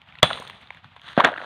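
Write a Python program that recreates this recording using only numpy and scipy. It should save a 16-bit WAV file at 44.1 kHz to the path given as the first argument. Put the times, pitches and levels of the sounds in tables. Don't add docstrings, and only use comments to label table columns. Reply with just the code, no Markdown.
import sys
import numpy as np
from scipy import signal
from scipy.fft import rfft, irfft
from scipy.io import wavfile
from scipy.ndimage import uniform_filter1d

SR = 44100
rng = np.random.default_rng(int(sys.argv[2]) if len(sys.argv) > 2 else 0)


def makeup_ratio(level_db):
    decades = np.asarray(level_db, float) / 20
    return 10 ** decades


def transcribe(u):
    v = np.clip(np.atleast_2d(u).T, -1, 1)
    q = np.round(v * 32767).astype(np.int16)
    wavfile.write(sys.argv[1], SR, q)


N = 63945
PORT_HZ = 4370
CLICK_LOW_HZ = 630


def in_time(rows):
    s, v = np.transpose(rows)
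    return np.interp(np.arange(N) / SR, s, v)


def rms_one(x):
    return x / np.sqrt(np.mean(x ** 2) + 1e-20)


def cut(x, hz, kind, order):
    return signal.sosfilt(signal.butter(order, hz, kind, fs=SR, output="sos"), x)


def colour(x, points):
    size = 81920
    hz, db = np.transpose(points)
    grid = np.maximum(np.arange(size // 2 + 1) * SR / size, 1)
    log_gain = np.interp(np.log(grid), np.log(hz), db) * np.log(10) / 20
    ceps = irfft(log_gain)
    ceps[1:size // 2] *= 2
    ceps[size // 2 + 1:] = 0
    return irfft(rfft(x, size) * np.exp(rfft(ceps)))[:N]


def port(x):
    # (frequency [Hz], level [dB])
    port_curve = [(100, 0), (2500, -3.5), (3500, 1), (4200, -10), (5200, -34.5), (6500, -29), (7700, -43),
                  (9000, -29.5)]
    # (frequency [Hz], level [dB], frequency [Hz], level [dB])
    port_top = (10504.5, -52, 15501, -48)
    return colour(x, list(port_curve) + [port_top[:2], port_top[2:]])


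def dying(s, db, t60):
    out = np.zeros(N)
    start = int(np.ceil(s * SR))
    end = min(N, start + int(2 * t60 * SR))
    t = np.arange(start, end) / SR - s
    out[start:start + len(t)] = makeup_ratio(db - 60 * t / t60)
    return out


def ring(s, hz, db, t60):
    out = dying(s, db, t60)
    on = np.flatnonzero(out)
    out[on] *= np.sin(2 * np.pi * hz * (on / SR - s))
    return out


def grains(per_s, spread_db):
    size = makeup_ratio(spread_db * np.minimum(rng.exponential(1, N), 4))
    size = size * rng.choice([-1, 1], N)
    return rms_one(size * (rng.random(N) < per_s / SR))


def hard(x, tone):
    return rms_one(port(colour(x, tone)))


def taps(rows, cycles, click_t60, partner_db):
    tones, clicks = np.zeros(N), np.zeros(N)
    noise = rng.standard_normal(N)
    ratios = rng.uniform(1.4, 2.24, len(rows))
    for (s, db, hz, click_db), ratio in zip(rows, ratios):
        t60 = cycles / np.sqrt(hz * 1500)
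        tones += ring(s, hz, db + 4.5, t60)
        tones -= ring(s, hz, db + 6.0, 0.3 * t60)
        partner_hz = hz * ratio if hz < 1500 else hz / ratio
        tones += ring(s, partner_hz, db + partner_db, 0.014)
        clicks += dying(s, db + click_db, click_t60) * noise
    tones = cut(tones, PORT_HZ, "low", order=6)
    return cut(tones + port(clicks), CLICK_LOW_HZ / 2, "high", order=3)


def air():
    # (frequency [Hz], level [dB per Hz])
    air_tone = [(30, -16.5), (80, -0.5), (145, -3), (260, -12.5), (400, -26.5), (780, -9), (3490, -13.5),
                (5450, -39.5),
                (8740, -47.5), (16000, -55.5)]
    drift = uniform_filter1d(rng.standard_normal(N), size=900)
    drift = rms_one(uniform_filter1d(drift, size=900))
    hum = rms_one(colour(rng.standard_normal(N), [(15, -35.5)] + air_tone))
    return makeup_ratio(-55 + 2.5 * drift) * hum


def thuds():
    # (time [s], frequency [Hz], level [dB], t60 [s])
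    bumps = [(.851, 140, -42, .07), (.399, 220, -39, .04), (1.243, 75, -37, .09), (.765, 160, -46, .06),
             (.325, 60, -43, .09)]
    return sum(cut(ring(s, hz, db, t60), 2 * hz, "low", order=2) for s, hz, db, t60 in bumps)


def paper():
    # (time [s], level [dB])
    pull = [
        (.98, -74.5),
        (1.03, -53),
        (1.08, -43),
        (1.12, -44.5),
        (1.15, -50.5),
        (1.3, -57.5),
        (1.45, -47.5),
    ]
    # (frequency [Hz], level [dB])
    paper_tone = [(200, -19), (500, -15), (1100, -4), (1700, 0.5), (2300, -10), (3400, -6), (6000, 1.5),
                  (15000, 1.5)]
    held = np.arange(N) / SR > pull[0][0]
    return makeup_ratio(in_time(pull)) * held * hard(grains(4500, 4.4), paper_tone)


def splinters():
    # (time [s], peak level [dB])
    ticks = [(.017, -57), (.154, -60), (.187, -64), (.2, -62), (0.333, -41), (.365, -43), (0.3997, -32),
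             (.427, -40), (0.45, -42.5), (.468, -56), (0.4777, -39), (.481, -50), (0.499, -39), (.614, -54),
             (.619, -57), (0.705, -53), (.747, -53), (0.77, -57), (0.842, -69.5), (0.965, -64), (.996, -62),
             (1.015, -52), (1.2036, -38), (1.241, -37), (1.245, -38), (1.253, -42), (1.27, -42)]
    # (frequency [Hz], level [dB])
    splinter_tone = [(2500, -45), (3800, 2), (5200, -7), (6300, 2), (7600, -8), (8900, -4), (11500, -13.5),
                     (15400, -15)]
    envelope = sum(dying(s, db, 0.0071) for s, db in ticks)
    return colour(rng.standard_normal(N) * envelope, splinter_tone)


def chips():
    # (time [s], peak level [dB], pitch [Hz], share of bright click [dB])
    landings = [(.017, -35, 2380, 0), (.088, -34, 2860, -13), (.124, -35.5, 2220, -4.5),
                (.154, -30.5, 1950, -1.5), (.187, -29, 2620, 1), (.3035, -14, 1610, -3),
                (.3065, -19, 1090, -10), (.3095, -14, 1365, -8), (.3100, -12, 625, -20),
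                (.331, -11.5, 3410, -15), (.354, -25, 594, -9), (.374, -23, 1140, -8),
                (.399, -22, 483, -14), (.4225, -28, 1096, 1), (.451, -32, 1260, -3),
                (.4745, -25.5, 3400, -5), (.498, -27.5, 3350, 6), (.5085, -36, 1840, 4),
                (.558, -38, 3220, -3), (.613, -39, 2100, -3.5), (.673, -36, 3640, -9.5),
                (.705, -21, 2170, -7), (.7055, -26.5, 820, -26), (.747, -36.5, 2040, 0.5),
                (.7715, -36.5, 1580, 0), (.844, -36.5, 1506, 6.5), (.9635, -29.5, 990, 3),
                (1.017, -33, 3300, -11), (1.045, -35.5, 1440, -10.5), (1.167, -27.5, 3250, 4.5),
                (1.169, -28, 1400, -24), (.2255, -19, 1480, -11), (.2405, -13, 1110, -5),
                (.2435, -16.5, 706, -12), (.2548, -19, 1480, 3.5), (.341, -30, 1400, -14),
                (.387, -27, 1790, -8), (.4205, -28, 1140, -8), (.531, -36, 1870, -12),
                (.172, -39, 1380, -10), (.2, -40, 2000, -2), (.996, -39, 2210, -3), (1.077, -33, 1100, -10),
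                (1.087, -27, 3300, -14), (1.099, -33.5, 1770, -10), (.332, -22, 2950, -21)]
    tapping = taps(landings, cycles=10.5, click_t60=0.015, partner_db=-12.5)
    return cut(tapping, CLICK_LOW_HZ, "high", order=2)


def heap():
    drop_s, heap_low_hz = 1.1767, 150
    # (frequency [Hz], level [dB], t60 [s], sign, lag [s])
    drop_modes = [(237, -4.5, 0.019, 0.89, .0014), (582, -5, 0.017, -0.66, 0.00023),
                  (670, -2, 0.015, -.8, 0.00019), (1200, -17.5, 0.00585, -0.9, 0.00026),
                  (3300, -21, 0.0085, 0.96, 0.00046)]
    # (time [s], peak level [dB], pitch [Hz], share of bright click [dB])
    knocks = [(1.1866, -12.5, 1500, -11), (1.192, -8, 594, -19), (1.1991, -3, 900, -7.5),
              (1.2022, -15, 784, 4.5), (1.2045, 0, 1083, -10), (1.2125, -25, 1200, -15),
              (1.2255, -17, 1610, -22), (1.2396, -17, 1470, -15), (1.2445, -6.5, 2080, -18),
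              (1.2470, 1.5, 1703, -5), (1.2512, 1, 1580, -14), (1.2583, -11, 1110, -9),
              (1.2695, -12.5, 620, -14), (1.2728, -15.5, 735, -4), (1.279, -19, 880, -14),
              (1.287, -12, 715, -12), (1.302, -25.5, 576, -4), (1.318, -19.5, 560, -4),
              (1.331, -22, 627, -22), (1.339, -18, 1640, -7), (1.3575, -33, 1780, -13),
              (1.3615, -20, 1390, -20), (1.376, -20.5, 1590, -1.5), (1.380, -18.5, 1760, -14),
              (1.392, -25, 1520, -17), (1.4015, -32, 1600, -8), (1.4155, -27, 1800, 2.5),
              (1.423, -27.5, 630, -13), (1.436, -26.5, 900, -8), (1.2175, -23, 1200, -12),
              (1.2205, -19.5, 690, -15), (1.231, -20, 700, -21), (1.2405, -14, 600, -20),
              (1.2455, -10, 3310, -19), (1.2525, -7, 3460, -17), (1.2555, -14, 1330, -16),
              (1.2612, -20, 1550, -13), (1.265, -15.5, 1390, -17), (1.2698, -12, 1610, -7),
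              (1.2755, -14.5, 1800, -7), (1.2925, -23, 1410, -7), (1.257, -19, 3400, -20),
              (1.261, -22, 3500, -20), (1.297, -23.5, 850, -11), (1.329, -24, 1510, -14),
              (1.383, -27.5, 1710, -15), (1.3965, -27, 1400, -13), (1.4175, -34, 900, -15),
              (1.378, -29, 300, -20)]
    # (time [s], level [dB])
    shift = [
        (1.175, -61),
        (1.18, -20.5),
        (1.207, -23.5),
        (1.234, -36.5),
        (1.24, -18.5),
        (1.25, -15.5),
        (1.285, -28.5),
        (1.34, -47.5),
        (1.45, -49),
    ]
    # (frequency [Hz], level [dB])
    shift_tone = [(40, -34), (200, 3), (400, -3), (600, 2.5), (1500, 6.5), (2500, -8), (3500, -11),
                  (15000, -5.5)]
    # (frequency [Hz], level [dB])
    crumb_tone = [(150, -38), (550, 7), (1000, 5.5), (1700, 4), (2500, -18), (15000, -30)]

    landing = sum(sign * ring(drop_s + lag, hz, db, t60) for hz, db, t60, sign, lag in drop_modes)
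    landing = cut(landing, [0.78 * heap_low_hz, PORT_HZ], "band", order=3)
    knocking = taps(knocks, cycles=12.8, click_t60=0.014, partner_db=-14.0)
    swing_db = in_time(shift)
    grind = makeup_ratio(swing_db) * hard(grains(5000, 2.43), shift_tone)
    grind += makeup_ratio(-19 + 0.52 * swing_db) * hard(grains(320, 4.2), crumb_tone)
    grind = cut(grind, heap_low_hz, "high", order=3)
    return (landing + knocking + grind) * (np.arange(N) / SR > shift[0][0])


def blow():
    touch_s, blow_s = .2235, .2295
    # (frequency [Hz], level [dB], t60 [s])
    rock = [(528, -17, 0.063), (621.4, -6.5, 0.041), (710, -12.5, 0.038), (930, -15, 0.058),
            (1042, -28.5, .08), (1164, -10, 0.045), (1283, -17, 0.049), (1515, -17, 0.026),
            (1784, -20, 0.055), (3100, -14, 0.049)]
    # (frequency [Hz], level [dB], t60 [s])
    anvil = [(84, -25.5, 0.091), (138.7, -13, 0.06), (216.6, -7.5, 0.031), (283, -28.5, 0.032)]
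    # (frequency [Hz], level [dB], t60 [s])
    steel = [(3416, -23.5, 0.29), (3460, -23.5, 0.11), (3415, -8, 0.042), (3350, -17.5, 0.0087),
             (3730, -18, 0.034), (6060, -27.5, .015)]
    # (frequency [Hz], level [dB], t60 [s])
    sing = [(7202, -54, .34), (8894, -45.5, .65), (13170, -59, .07), (3919, -34, .3)]
    # (time [s], level [dB])
    grip = [
        (0, 0),
        (.49, 0),
        (.62, -14),
        (1.45, -60),
    ]
    # (level [dB], t60 [s], density [grains per s])
    grit = [
        (-19.5, 0.15, 8100),
        (-31.5, 0.92, 3000),
    ]
    # (frequency [Hz], level [dB])
    grit_tone = [(40, -15), (150, -0.5), (350, -8.5), (700, 0), (3000, -5), (7500, 4), (9000, 3),
                 (15000, 5)]

    burst = dying(blow_s, 5.5, 0.021) + dying(touch_s, -25, 0.12)
    out = cut(port(rng.standard_normal(N) * burst), 900, "high", order=2)
    out += sum(ring(blow_s + 0.001188, *mode) for mode in rock)
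    out -= sum(ring(blow_s, *mode) for mode in steel)
    out += makeup_ratio(in_time(grip)) * sum(ring(blow_s, *mode) for mode in sing)
    out -= sum(ring(blow_s + .00005, *mode) for mode in anvil)
    out += ring(.333, 3910, -33, 0.083)
    for db, t60, per_s in grit:
        out += dying(blow_s, db, t60) * hard(grains(per_s, 3.54), grit_tone)
    return out


def scene():
    background = air() + thuds() + paper()
    debris = splinters() + chips()
    return (background + debris + heap() + blow())[None]


def top_cut(x):
    return signal.sosfilt(signal.butter(12, 16380, fs=SR, output="sos"), x)


def record(dry):
    # (time [s], gain [dB])
    duck = [
        (0, 0),
        (.2, 2),
        (.212, -14),
        (.222, -10),
        (.225, 1.5),
    ]
    ceiling, knee = .95, 9.0
    fade_out = np.clip((N - np.arange(N)) / 40, 0, 1)
    x = cut(dry, 63, "high", order=2) * makeup_ratio(in_time(duck)) * fade_out
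    x = x / (1 + np.abs(x / ceiling) ** knee) ** (1 / knee)
    treble_limit = signal.ellip(10, .5, 45, 15480, fs=SR, output="sos")
    return top_cut(signal.sosfilt(treble_limit, x))


dry = scene()
out = record(dry)
transcribe(out)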